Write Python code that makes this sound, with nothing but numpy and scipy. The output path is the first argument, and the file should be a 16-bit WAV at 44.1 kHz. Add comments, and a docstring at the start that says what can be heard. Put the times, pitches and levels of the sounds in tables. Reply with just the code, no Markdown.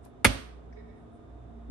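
"""The cut lid of a tin can is bent back by hand, close to a stereo microphone in a quiet kitchen: the last tab
of metal snaps in quick jolts of ringing lid modes and tearing noise. Swelling low modes thump through the
counter and the room answers with coloured, decaying noise. A finger ticks (puffs of noise) and rubs (clicks
through resonances) on the lid, over a refrigerator of one hum and narrow noise drones, and steady room tone."""
import sys
import numpy as np
from scipy import signal
from scipy.fft import rfft, irfft
from scipy.io import wavfile

SR = 44100
rng = np.random.default_rng(int(sys.argv[2]) if len(sys.argv) > 2 else 0)


def wrap_up_sound(samples):
    """Save the sound to the file named by the first command line argument, as 16-bit audio."""
    columns = np.atleast_2d(samples).T
    # keep every value between -1 and 1, then stretch to whole-number steps
    tamed = np.clip(columns, -1, 1)
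    steps = np.round(tamed * 32767).astype(np.int16)
    wavfile.write(sys.argv[1], SR, steps)


N = 74970

# The tab tears in a few quick jolts. Each row: start in seconds, level in dB,
# tilt of the lid's ring in dB per octave around 3 kHz.
TAB_JOLTS = [(0.2454, -16, 4.5), (0.2468, -12, 0.4), (0.2482, -10.5, -0.26), (.24925, -11.5, 1.1),
             (0.2529, -17, 2), (0.257, -20, -3), (0.2644, -21.5, 0.58), (.26905, -26, -1.14)]
SNAP_S = TAB_JOLTS[0][0]  # the first jolt


def amp(db):
    """Linear gain for a level in dB."""
    return 10 ** (np.asarray(db) / 20)


def evened(x):
    """Scales to an RMS of 1 over all channels."""
    return x / np.sqrt(np.mean(x ** 2) + 1e-20)


def read(points, hz):
    """Reads a curve of (Hz, value) points, straight between them on a log frequency axis."""
    point_hz, value = np.transpose(points)
    return np.interp(np.log(hz + 1), np.log(point_hz + 1), value)


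def since(s):
    """Seconds after the moment s, zero before it."""
    return np.maximum(np.arange(N) / SR - s, 0)


def sides(db):
    """Left and right gains for a left-right difference in dB."""
    return amp([[db / 2], [-db / 2]])


def coloured(x, db):
    """Filters by a gain curve db(hz)."""
    hz = np.fft.rfftfreq(N, 1 / SR)
    return irfft(rfft(x) * amp(db(hz)), N)


def resonate(x, hz, width):
    """One resonance of gain 1: shifts hz down to zero, smooths, and shifts back up."""
    turn = np.exp(2j * np.pi * hz * np.arange(N) / SR)
    r = np.exp(-np.pi * width / SR)
    smooth = signal.lfilter([1 - r], [1, -r], x / turn)
    return 2 * (turn * smooth).real


def swell(t, rise, t60):
    """Smooth rise, then exponential decay."""
    attack = np.sin(np.pi / 2 * np.minimum(t / rise, 1)) ** 2
    return attack * amp(-60 * np.maximum(t - rise, 0) / t60)


def pair():
    """White noise at two microphones, with likeness and left-right balance set by frequency."""
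    # Each row: frequency in Hz, left-right likeness from -1 to 1.
    likeness = [(60, 1.0), (180, -0.12), (550, 0.028), (1640, -0.08), (4960, -0.06), (15000, -0.67)]
    # Each row: frequency in Hz, left-right difference in dB.
    balance = [(60, -0.5), (180, -8.5), (550, -1.0), (1640, -3), (4960, -6.5), (15000, 4)]
    hz = np.fft.rfftfreq(N, 1 / SR)
    a, b = rfft(rng.standard_normal((2, N)))
    same = np.clip(read(likeness, hz), -1, 1)
    spectra = np.array([a, same * a + np.sqrt(1 - same ** 2) * b])
    lean_db = read(balance, hz) * np.array([[.5], [-.5]])
    return irfft(spectra * amp(lean_db), N)


def snap():
    """Each jolt rings the lid's modes and throws a burst of grit; later jolts make slower contact."""
    # Ring of lid and can. Each row: frequency in Hz, level in dB, t60 in seconds,
    # left-right difference in dB, lead of the left in radians.
    lid_modes = [(466.7, -20.5, .05, -3, -1.02), (589, -15.5, 0.08, -2.5, -1.24), (975, -10, .08, -4, 1.68),
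                 (1320, -1.5, 0.018, -1.5, 0.75), (1622, -5.5, .022, -5, 0.3), (2030, -6.5, 0.022, -3, 0),
                 (2250, -2.5, 0.038, -1.5, 0.54), (2580, -10, .03, -6.5, -2.7),
                 (3370, -9, .06, -6.5, -1.36), (4500, -16.5, .04, -6.5, 1.67), (6200, -22, .05, -7.5, 1.9),
                 (8800, -14.5, .025, -1, 1), (9300, -13, .02, -1, 1.3), (10900, -6, .014, 2.5, -3),
                 (11500, -14.5, .014, 0, -2)]
    # Grit of tearing metal. Each row: frequency in Hz, density in dB per Hz.
    grit_colour = [(180, -28.5), (300, 1.5), (767, -8.5), (2280, 0), (2920, -10.5), (3330, -12),
                   (4050, -13), (10000, -23), (11100, -10.5), (15400, -71.5)]
    grit_db, grit_t60, grit_same = -9, 0.043, 0.69  # level under the jolt, decay (s), left-right likeness
    first_contact_s, ring_s = 0.00026, .15
    softening = .03  # contact time grows by this many seconds per second as the tab gives way

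    a, b = rng.standard_normal((2, N))
    grit = np.array([a, grit_same * a + np.sqrt(1 - grit_same ** 2) * b])
    grit = evened(coloured(grit, lambda hz: read(grit_colour, hz)))
    grit = sides(-3.5) * grit

    out = np.zeros((2, N))
    start = round(SNAP_S * SR) - 1
    span = slice(start, start + round(ring_s * SR))
    for s, jolt_db, tilt_db in TAB_JOLTS:
        t = since(s)[span]
        contact = first_contact_s + softening * (s - SNAP_S)
        for hz, db, t60, pan_db, lead in lid_modes:
            level_db = jolt_db + db + tilt_db * np.log2(hz / 3000)
            phase = np.array([[lead / 2], [-lead / 2]])
            ring = np.sin(2 * np.pi * hz * t + phase)
            out[:, span] += sides(pan_db) * amp(level_db) * swell(t, contact, t60) * ring
        out[:, span] += amp(jolt_db + grit_db) * swell(t, contact, grit_t60) * grit[:, span]
    return out


def thump():
    """Low modes of can and counter swell up after the first jolt, each at its own pace, and die away."""
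    # Each row: frequency in Hz, peak level in dB, rise in seconds, t60 in seconds, left-right difference in dB.
    low_modes = [(52.7, -26, .037, .3, -2.5), (92, -20.5, .0217, .1, -3), (223, -19.5, .011, .05, -5),
                 (270, -32.5, .06, 0.12, 0)]
    t = since(.247)
    out = np.zeros((2, N))
    for hz, db, rise, t60, pan_db in low_modes:
        tone = np.cos(2 * np.pi * hz * (t - rise))
        out += sides(pan_db) * amp(db) * swell(t, rise, t60) * tone
    return out


def echo():
    """The room's dense answer to the snap: coloured noise, each band dying at its own speed."""
    # Colour a tenth of a second after the snap. Each row: frequency in Hz, density in dB per Hz.
    answer_colour = [(59, -28), (100, -2), (188, -13.5), (275, -3), (319, -17), (354, -11), (447, -19.5),
                     (529, -11), (858, -18.5), (1180, -16), (1550, -17.5), (3170, -19), (6910, -31),
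                     (7360, -37.5), (8720, -23.5), (10100, -41.5), (11500, -28), (12500, -75),
                     (15400, -90.5)]
    # Decay of the kitchen. Each row: frequency in Hz, t60 in seconds.
    room_decay = [(100, .45), (400, .45), (1200, 0.7), (3000, .55), (7000, .5), (12000, .45)]
    level_db, rise_s = -15, .012
    bend = 1.1  # above 1 the tail falls faster as it goes

    hz, t, bands = signal.stft(pair(), SR, nperseg=256)
    tenths = np.maximum(t - SNAP_S, 0) * 10  # tenths of a second after the snap
    decay_db = -6 * (tenths ** bend - 1) / read(room_decay, hz)[:, None]
    tail = signal.istft(bands * amp(decay_db), SR, nperseg=256)[1][:, :N]
    tail = coloured(tail, lambda hz: read(answer_colour, hz))
    onset = np.minimum(since(SNAP_S) / rise_s, 1) ** 2
    return amp(level_db) * tail * onset


def ticks():
    """Light touches on the lid: short puffs of grainy noise around a centre pitch."""
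    # Each row: start in seconds, level in dB, centre in Hz, width in octaves, rise in seconds, t60 in seconds.
    touches = [(.020, -74.5, 8300, .3, 0.014, .15), (0.0506, -53.5, 10600, .45, 0.0009, 0.017),
               (.053, -69.5, 9770, .3, 0.0068, .15), (.035, -66.5, 3980, 1.6, 0.016, 0.13),
               (0.057, -51, 400, 1.93, 0.0033, .08), (0.725, -57.5, 1840, 0.36, 0.0009, .05),
               (.726, -70, 5200, 0.31, 0.00099, 0.15), (.94, -84, 8860, 0.23, 0.043, 0.51),
               (1.09, -79.5, 8870, .25, 0.073, 0.13)]
    out = np.zeros((2, N))
    for s, db, hz, octaves, rise, t60 in touches:
        noise = rng.standard_normal((2, N))
        grain = coloured(noise, lambda f: -12 * (np.log2((f + 1) / hz) / octaves) ** 2)
        out += amp(db) * evened(grain) * swell(since(s), rise, t60)
    return out


def rub():
    """A finger slides on the lid: random stick-slip clicks ring a few damped bands of the held metal."""
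    # Each row: time in seconds, level in dB.
    slide_level = [(0.74, -86), (0.752, -73), (0.774, -55.5), (0.852, -68), (0.904, -61.5), (0.92, -65),
                   (1.004, -70), (1.052, -80), (1.06, -83.5)]
    # Each row: frequency in Hz, width of each of two passes in Hz, level in dB.
    lid_bands = [(1860, 200, -5.5), (2200, 100, -9), (3800, 320, -19), (5200, 320, -24), (429.2, 30, 3.5)]
    slips_per_s = 2500  # on average
    slips = rng.standard_normal((2, N)) * (rng.random(N) < slips_per_s / SR)
    ring = np.zeros((2, N))
    for hz, width, db in lid_bands:
        band = resonate(resonate(slips, hz, width), hz, width)
        ring += amp(db) * evened(band)
    t, db = np.transpose(slide_level)
    level = amp(np.interp(np.arange(N) / SR, t, db, -120, -120))
    return sides(-5.5) * ring * level


def fridge():
    """A clean hum that swells and sinks, and the compressor's wavering drones: noise in narrow resonances."""
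    # Each row: time in seconds, RMS level of the hum in dB.
    hum_level = [(0.0, -51.5), (0.142, -74), (0.42, -47.5), (0.634, -49), (0.724, -47.5), (0.884, -52),
                 (0.97, -59.5), (1.234, -64), (1.31, -47.5), (1.438, -50), (1.482, -50), (1.7, -44.5)]
    # Each row: frequency in Hz, width of each of two passes in Hz, level in dB.
    drone_bands = [(95, 10, -62.5), (118, 8, -61.5), (167.4, 18, -63.5), (230.2, 6, -59), (255.5, 6, -65),
                   (296, 5, -71.5), (326, 5, -68), (420, 47, -64), (698, 35, -66.5), (1230, 60, -77.5),
                   (3600, 300, -84.5)]
    hum_hz = 59.4
    now = np.arange(N) / SR
    t, db = np.transpose(hum_level)
    hum = np.sqrt(2) * amp(np.interp(now, t, db)) * np.sin(2 * np.pi * hum_hz * now)
    out = sides(-2.5) * hum
    for hz, width, db in drone_bands:
        a, b = rng.standard_normal((2, N))
        noise = np.array([a, .7 * a + 0.48 * b])  # partly alike left and right
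        drone = resonate(resonate(noise, hz, width), hz, width)
        out += sides(-2.0) * amp(db) * evened(drone)
    return out


def air():
    """Steady room tone: coloured noise, falling away steeply in the deep bass."""
    # Each row: frequency in Hz, density in dB per Hz.
    tone_colour = [(15, -29), (25, -8.5), (64, -7), (107, -11.5), (183, -20.5), (245, -13), (367, -14.5),
                   (443, -17.5), (565, -20), (700, -16), (801, -23.5), (1260, -28), (2170, -41.5),
                   (3510, -46.5), (4350, -54), (9000, -54.5), (15400, -77.5)]
    level_db, low_cut_hz = -53, 46

    def colour_db(hz):
        cut_db = -10 * np.log10(1 + (low_cut_hz / (hz + 1)) ** 12)
        return read(tone_colour, hz) + cut_db

    return amp(level_db) * evened(coloured(pair(), colour_db))


def scene():
    """All layers together, from the snap to the room tone."""
    return snap() + thump() + echo() + ticks() + rub() + fridge() + air()


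def record(dry):
    """Soft overload towards a ceiling, then the band limit."""
    ceiling, edge_hz = 1.1, 15500
    soft = ceiling * np.tanh(dry / ceiling)
    soft = np.pad(soft, ((0, 0), (255, 255)), "reflect")  # room for the filter at both ends
    low_pass = signal.firwin(511, edge_hz, window=("kaiser", 9), fs=SR)
    return signal.oaconvolve(soft, low_pass[None], "valid")


dry = scene()
out = record(dry)
wrap_up_sound(out)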